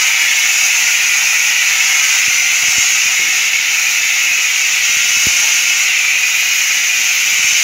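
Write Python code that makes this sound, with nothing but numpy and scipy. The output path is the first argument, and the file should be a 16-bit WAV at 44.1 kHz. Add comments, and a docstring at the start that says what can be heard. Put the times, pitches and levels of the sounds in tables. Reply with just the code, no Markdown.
"""In a tiled kitchen, a steam gun is swept slowly over the steel filters of an extractor hood.
The jet sounds the two lowest resonances of its nozzle, hisses above them, and roars and sizzles
on the steel. Echoes that shift with the nozzle keep changing the colour of this noise.
Stirred air rumbles underneath, puffs of air bump the single microphone, and the hood gives
a few soft knocks."""
import sys
import numpy as np
from scipy import signal
from scipy.fft import rfft, irfft, next_fast_len
from scipy.io import wavfile
from scipy.ndimage import uniform_filter1d, minimum_filter1d

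SR = 44100
rng = np.random.default_rng(int(sys.argv[2]) if len(sys.argv) > 2 else 0)


def to_wav(s):
    """Save 16-bit WAV."""
    ch = np.atleast_2d(s).T  # columns
    pcm = np.round(np.clip(ch, -1, 1) * 32767)  # PCM
    wavfile.write(sys.argv[1], SR, pcm.astype(np.int16))


N = 336483
TIME = np.arange(N) / SR

# The nozzle's path along the filters. Each row: time in seconds, how far it is lowered in metres.
NOZZLE_PATH = [(0, 0.16), (.45, 0.074), (1.55, 0.0038), (2.3, 0.21), (2.75, 0.26), (3.3, 0.089),
               (3.9, 0.027), (4.8, 0.23), (5.5, .3), (6.1, .18), (6.8, .13), (7.63, .29)]
# The treble rises and falls as the gun turns. Each row: time in seconds, change of level in dB.
TREBLE_CURVE = [(0, 1.9), (1.4, 1.5), (2.9, 0.5), (3.65, -2), (4.6, -2.1), (4.9, 0.8), (5.48, 1.5),
                (5.85, -1), (6.85, -1.8), (7.63, 1)]
# The colours of the jet's five parts and of the room. 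Each row: frequency in Hz, relative level in dB.
ROAR_COLOUR = [(350, -57), (480, -30), (620, -19.5), (715, -8), (830, -12.5), (925, -6.5), (1060, -12.5),
               (1230, -7), (1390, -0.5), (1540, -3.5), (1750, -5), (2300, -36)]
LOW_TONE_COLOUR = [(1300, -39.5), (1650, -29.5), (1900, -7.5), (2100, -1), (2350, 0), (2600, -.5),
                   (2900, -2.5), (3250, -12), (3900, -12.5), (4400, -17.5), (5400, -25.5)]
HIGH_TONE_COLOUR = [(3600, -33), (4400, -15), (5200, -5.5), (5900, 2), (6500, 2.5), (6950, 1.5), (7350, -7),
                    (7800, -19.5), (8600, -33)]
HISS_COLOUR = [(6000, -54), (7800, -5), (8700, 0.5), (10000, 2.5), (11000, 4), (12500, 2), (15800, 3)]
SPRAY_COLOUR = [(9000, -34), (11500, -2), (13500, 4), (15800, -1)]
RUMBLE_COLOUR = [(20, -28), (35, -17), (55, -9), (80, -2), (130, -0.5), (250, 0), (400, -1), (600, 1.5),
                 (1200, -18)]
# The jet surges. 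Each row: middle in seconds, length in seconds, then the change in dB
# of the roar, of the low tone and of the high tone.
JET_SURGES = [(.17, 0.41, 2.5, .5, -1.0), (2.02, 0.71, 2.5, 0.5, 0.8), (2.9, .4, .3, 0, 1.4),
              (4.28, 0.32, 0, 1.1, 0), (6.017, 0.61, 1.0, 1.3, -0.9), (7.5, 0.23, -.8, 1.2, 0.5)]
# The hiss rings briefly at one pitch, then fades. Each row: middle in seconds, length in seconds,
# pitch in Hz, level in dB above the noise around that pitch.
BRIEF_RINGS = [(.3, 0.66, 920, 2), (.66, 0.31, 2555, 9), (1.15, 0.57, 2460, 6), (1.4, 0.66, 2610, 0),
               (2.35, 0.56, 2110, 5.5), (2.4, 0.36, 6290, 0), (2.42, .23, 5980, 10), (4.3, 0.33, 2590, 7),
               (5.25, .53, 6130, 3), (6.08, 0.16, 2340, 10.5), (6.3, 0.59, 2495, 7.5), (6.7, 0.75, 6600, 6),
               (6.87, 0.4, 6080, 6), (7.43, 0.42, 2320, 8)]
# Fine spray sizzles on the steel. Each row: middle in seconds, length in seconds, level in dB.
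SPRAY_BURSTS = [(4.05, 1, -45), (6.48, 0.45, -38), (7.13, 0.48, -40)]
# Puffs of air hit the microphone. Each row: start in seconds, level in dB.
AIR_PUFFS = [(.631, -35), (2.281, -24.5), (2.633, -31), (2.683, -27), (2.782, -20.5), (3.059, -31),
             (4.31, -33), (4.893, -30), (4.969, -29.5), (5.171, -28), (5.269, -12), (7.329, -34),
             (7.395, -32), (7.445, -29), (7.525, -32.5)]
# Knocks on the hood. Each row: start in seconds, level in dB, hardness as a tilt in dB per octave.
HOOD_KNOCKS = [(3.19, -41.5, 1), (5.414, -54, 7), (5.43, -48, 12.5), (5.451, -50, 13)]
# The notes of the steel sheet. Each row: pitch in Hz, relative level in dB, seconds to fade by 60 dB.
HOOD_NOTES = [(141, -5, 0.86), (200, -3, 0.98), (310, 0.5, 0.95), (350, -1, 0.74), (398, 3, .25),
              (450, 1, 0.62), (607, -6, .3), (836, 8.5, .12), (910, 6, .12)]

LOW_TONE_HZ, HIGH_TONE_HZ = 2451, 6307   # the nozzle's two resonances at mid sweep
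MID_SWEEP_M = 0.17


def from_db(db):
    """Turn decibels into a factor to multiply by."""
    return 10 ** (np.asarray(db) / 20)


def rms_one(x):
    """Scale a signal to an average power of 1."""
    return x / np.sqrt(np.mean(x ** 2) + 1e-20)


def evened(x, span_s):
    """Hold the power near 1 over spans of this length."""
    span = int(span_s * SR)
    return x / np.sqrt(uniform_filter1d(uniform_filter1d(x ** 2, span), span) + 1e-12)


def filtered(x, gain_at):
    """Turn each frequency up or down by the factor gain_at(hz)."""
    size = next_fast_len(N + 8192)
    hz = np.maximum(np.arange(size // 2 + 1) * SR / size, 1)
    return irfft(rfft(x, size) * gain_at(hz), size)[:N]


def coloured(x, colour):
    """Shape noise by a colour table, almost silent beyond its ends, and scale it to power 1."""
    points_hz, db = np.transpose(colour)
    return rms_one(filtered(x, lambda hz: from_db(np.interp(np.log(hz), np.log(points_hz), db, -90, -90))))


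def drift(rate_hz):
    """A random wobble of typical size 1, mostly slower than rate_hz."""
    return rms_one(filtered(rng.standard_normal(N), lambda hz: 1 / (1 + (hz / rate_hz) ** 2)))


def swell(middle_s, length_s):
    """A smooth rise and fall of height 1."""
    return np.exp(-(2 * (TIME - middle_s) / length_s) ** 2)


def clicks(events):
    """One single-sample click for each pair of start in seconds and level in dB."""
    out = np.zeros(N) + 1e-18
    for start_s, db in events:
        out[round(start_s * SR)] += from_db(db)
    return out


def steam_jet():
    """Swirling steam sounds the nozzle, a short tube with resonances near 1 : 3, and drums on the steel."""
    treble_db = np.interp(TIME, *np.transpose(TREBLE_CURVE))
    lowered_m = np.interp(TIME, *np.transpose(NOZZLE_PATH))
    below_mid_m = lowered_m - MID_SWEEP_M
    eddies = moving_echoes(rng.standard_normal(N), lowered_m)
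    eddies = brief_rings(eddies)
    sputter = drift(6.0)   # wet steam leaves unevenly

    def part(sound, level_db, treble_share, db_per_m, sputter_db, flicker_db):
        """One part's level follows the treble, the sweep, the shared sputter and its own flicker."""
        slow_db = level_db + treble_share * treble_db + db_per_m * below_mid_m
        return evened(sound, span_s=0.1) * from_db(slow_db + sputter_db * sputter + flicker_db * drift(39))

    # Both resonances rise in pitch as the nozzle is lowered.
    low = resonance(eddies, LOW_TONE_COLOUR, LOW_TONE_HZ + 280 * below_mid_m, rest_hz=2476, reach=0.024)
    high = resonance(eddies, HIGH_TONE_COLOUR, HIGH_TONE_HZ + 120 * below_mid_m, rest_hz=6320, reach=0.019)
    roar, hiss = coloured(eddies, ROAR_COLOUR), coloured(eddies, HISS_COLOUR)
    roar = part(roar, level_db=-31.5, treble_share=0.61, db_per_m=-1.5, sputter_db=0.7, flicker_db=0.96)
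    low = part(low, level_db=-15, treble_share=0.24, db_per_m=-2, sputter_db=-0.2, flicker_db=0)
    high = part(high, level_db=-17.5, treble_share=0.57, db_per_m=6, sputter_db=0.8, flicker_db=0.5)
    hiss = part(hiss, level_db=-30.5, treble_share=1, db_per_m=1, sputter_db=0.5, flicker_db=0.72)
    surges_db = sum(np.outer(db, swell(middle_s, length_s)) for middle_s, length_s, *db in JET_SURGES)
    roar_surge, low_surge, high_surge = from_db(surges_db)
    return roar_surge * roar + low_surge * low + high_surge * high + hiss + spray_sizzle(eddies)


def moving_echoes(x, lowered_m, first_s=0.002, last_s=0.036, echo_db=-8.5, fade_s=0.022, count=26):
    """Add echoes from the hood and walls, whose paths stretch or shrink as the nozzle moves."""
    out, samples = x.copy(), np.arange(N)
    sideways_m = 0.008 * drift(0.8)
    for k, (place, heading) in enumerate(rng.random((count, 2))):
        delay_s = first_s + (last_s - first_s) * (k + place) / count
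        stretch_m = lowered_m * np.cos(2 * np.pi * heading) + sideways_m * np.sin(2 * np.pi * heading)
        lag = np.round((delay_s + stretch_m / 343) * SR).astype(int)   # sound travels 343 m a second
        out += (-1) ** k * from_db(echo_db) * np.exp(-delay_s / fade_s) * x[(samples - lag) % N]
    return out


def resonance(x, colour, centre_hz, rest_hz, reach):
    """A nozzle tone slides in pitch by blending a slightly lower and a slightly higher tuning."""
    lower, higher = (coloured(x, np.array(colour) * [1 + shift, 1]) for shift in (-reach, reach))
    share = np.clip(0.5 + 0.5 * (centre_hz / rest_hz - 1) / reach, 0, 1)
    return (1 - share) * lower + share * higher


def room_rumble(level_db, wobble_db):
    """Stirred air makes a low, uneven rumble."""
    return coloured(rng.standard_normal(N), RUMBLE_COLOUR) * from_db(level_db + wobble_db * drift(26))


def brief_rings(x, width_hz=49, faint_count=14, faint_s=0.3, faint_db=3, pitch_scatter=0.098):
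    """Now and then the hiss rings briefly at one pitch, then fades: a narrow band of noise is added."""
    out, noise = rms_one(x), rng.standard_normal(N)
    faint = []   # extra rings come by chance, near each of the two resonances in turn
    for k, (when, pitch) in enumerate(rng.random((faint_count, 2))):
        middle_s = (k + when) / faint_count * N / SR
        hz = (LOW_TONE_HZ, HIGH_TONE_HZ)[k % 2] * (1 + pitch_scatter * (2 * pitch - 1))
        faint.append((middle_s, faint_s, hz, faint_db))
    for middle_s, length_s, hz, db in BRIEF_RINGS + faint:
        band = signal.lfilter(*signal.iirpeak(hz, hz / width_hz, fs=SR), noise)
        out += from_db(db) * swell(middle_s, length_s) * band
    return out


def air_puffs(low_hz, high_hz, swing_hz, swing_width_hz, swing_share):
    """Each puff is a brief push of air that swings back and forth in the microphone's bass filter."""
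    bass_cut = signal.butter(2, low_hz, "high", fs=SR, output="sos")
    treble_cut = signal.butter(2, high_hz, "low", fs=SR, output="sos")
    bump = signal.sosfilt(np.vstack([bass_cut, treble_cut]), signal.unit_impulse(4096))
    swing = signal.lfilter(*signal.iirpeak(swing_hz, swing_hz / swing_width_hz, fs=SR), bump)
    puff = bump + swing_share * swing
    return signal.fftconvolve(clicks(AIR_PUFFS), puff / np.abs(puff).max())[:N]


def puff_ticks(above_hz, fade_s):
    """Air rushing through the microphone's opening adds a thin tick, heard on the strongest puffs."""
    fades = signal.lfilter([1], [1, -np.exp(-1 / (fade_s * SR))], clicks(AIR_PUFFS))
    rush = fades * rng.standard_normal(N)
    return signal.sosfilt(signal.butter(4, above_hz, "high", fs=SR, output="sos"), rush)


def hood_knocks(dull_above_hz):
    """Soft blows set the steel sheet ringing; harder ones bring out its higher notes."""
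    out = np.zeros(N)
    for hz, note_db, ring_s in HOOD_NOTES:
        octaves = np.log2(hz / 400)
        blows = clicks([(s, db + note_db + hardness * octaves) for s, db, hardness in HOOD_KNOCKS])
        decay, angle = from_db(-60 / (ring_s * SR)), 2 * np.pi * hz / SR   # both per sample
        note = signal.lfilter([0, np.sin(angle)], [1, -2 * decay * np.cos(angle), decay * decay], blows)
        out += note * rng.choice([-1, 1])
    return signal.sosfilt(signal.butter(2, dull_above_hz, fs=SR, output="sos"), out)


def spray_sizzle(eddies, flicker_db=3):
    """Bursts of fine spray hit the steel with a high, flickering sizzle."""
    bursts = sum(from_db(db) * swell(middle_s, length_s) for middle_s, length_s, db in SPRAY_BURSTS)
    return coloured(eddies, SPRAY_COLOUR) * bursts * from_db(flicker_db * drift(36))


def limited(x, ceiling_db):
    """Turn the level down for a few milliseconds around each peak that would pass the ceiling."""
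    span = int(0.004 * SR)
    allowed = np.minimum(1, from_db(ceiling_db) / (np.abs(x) + 1e-9))
    return x * uniform_filter1d(minimum_filter1d(allowed, span), span)


def scene():
    """Everything reaches one microphone, so both ears hear the same."""
    puffs = air_puffs(low_hz=64, high_hz=250, swing_hz=72, swing_width_hz=26, swing_share=0.76)
    ticks = puff_ticks(above_hz=12500, fade_s=0.003)
    jet = steam_jet()
    knocks = hood_knocks(dull_above_hz=1000)
    rumble = room_rumble(level_db=-47.5, wobble_db=1.5)
    mono = jet + rumble + puffs + ticks + knocks
    return np.array([mono, mono])


def record(dry):
    """Hold down the peaks and cut off the highest treble steeply."""
    cutoff_hz, slope_width_hz = 15750, 150
    held = [limited(x, ceiling_db=-0.6) for x in dry]
    return np.array([filtered(x, lambda hz: np.clip((cutoff_hz - hz) / slope_width_hz + 0.5, 0, 1))
                     for x in held])


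dry = scene()
out = record(dry)
to_wav(out)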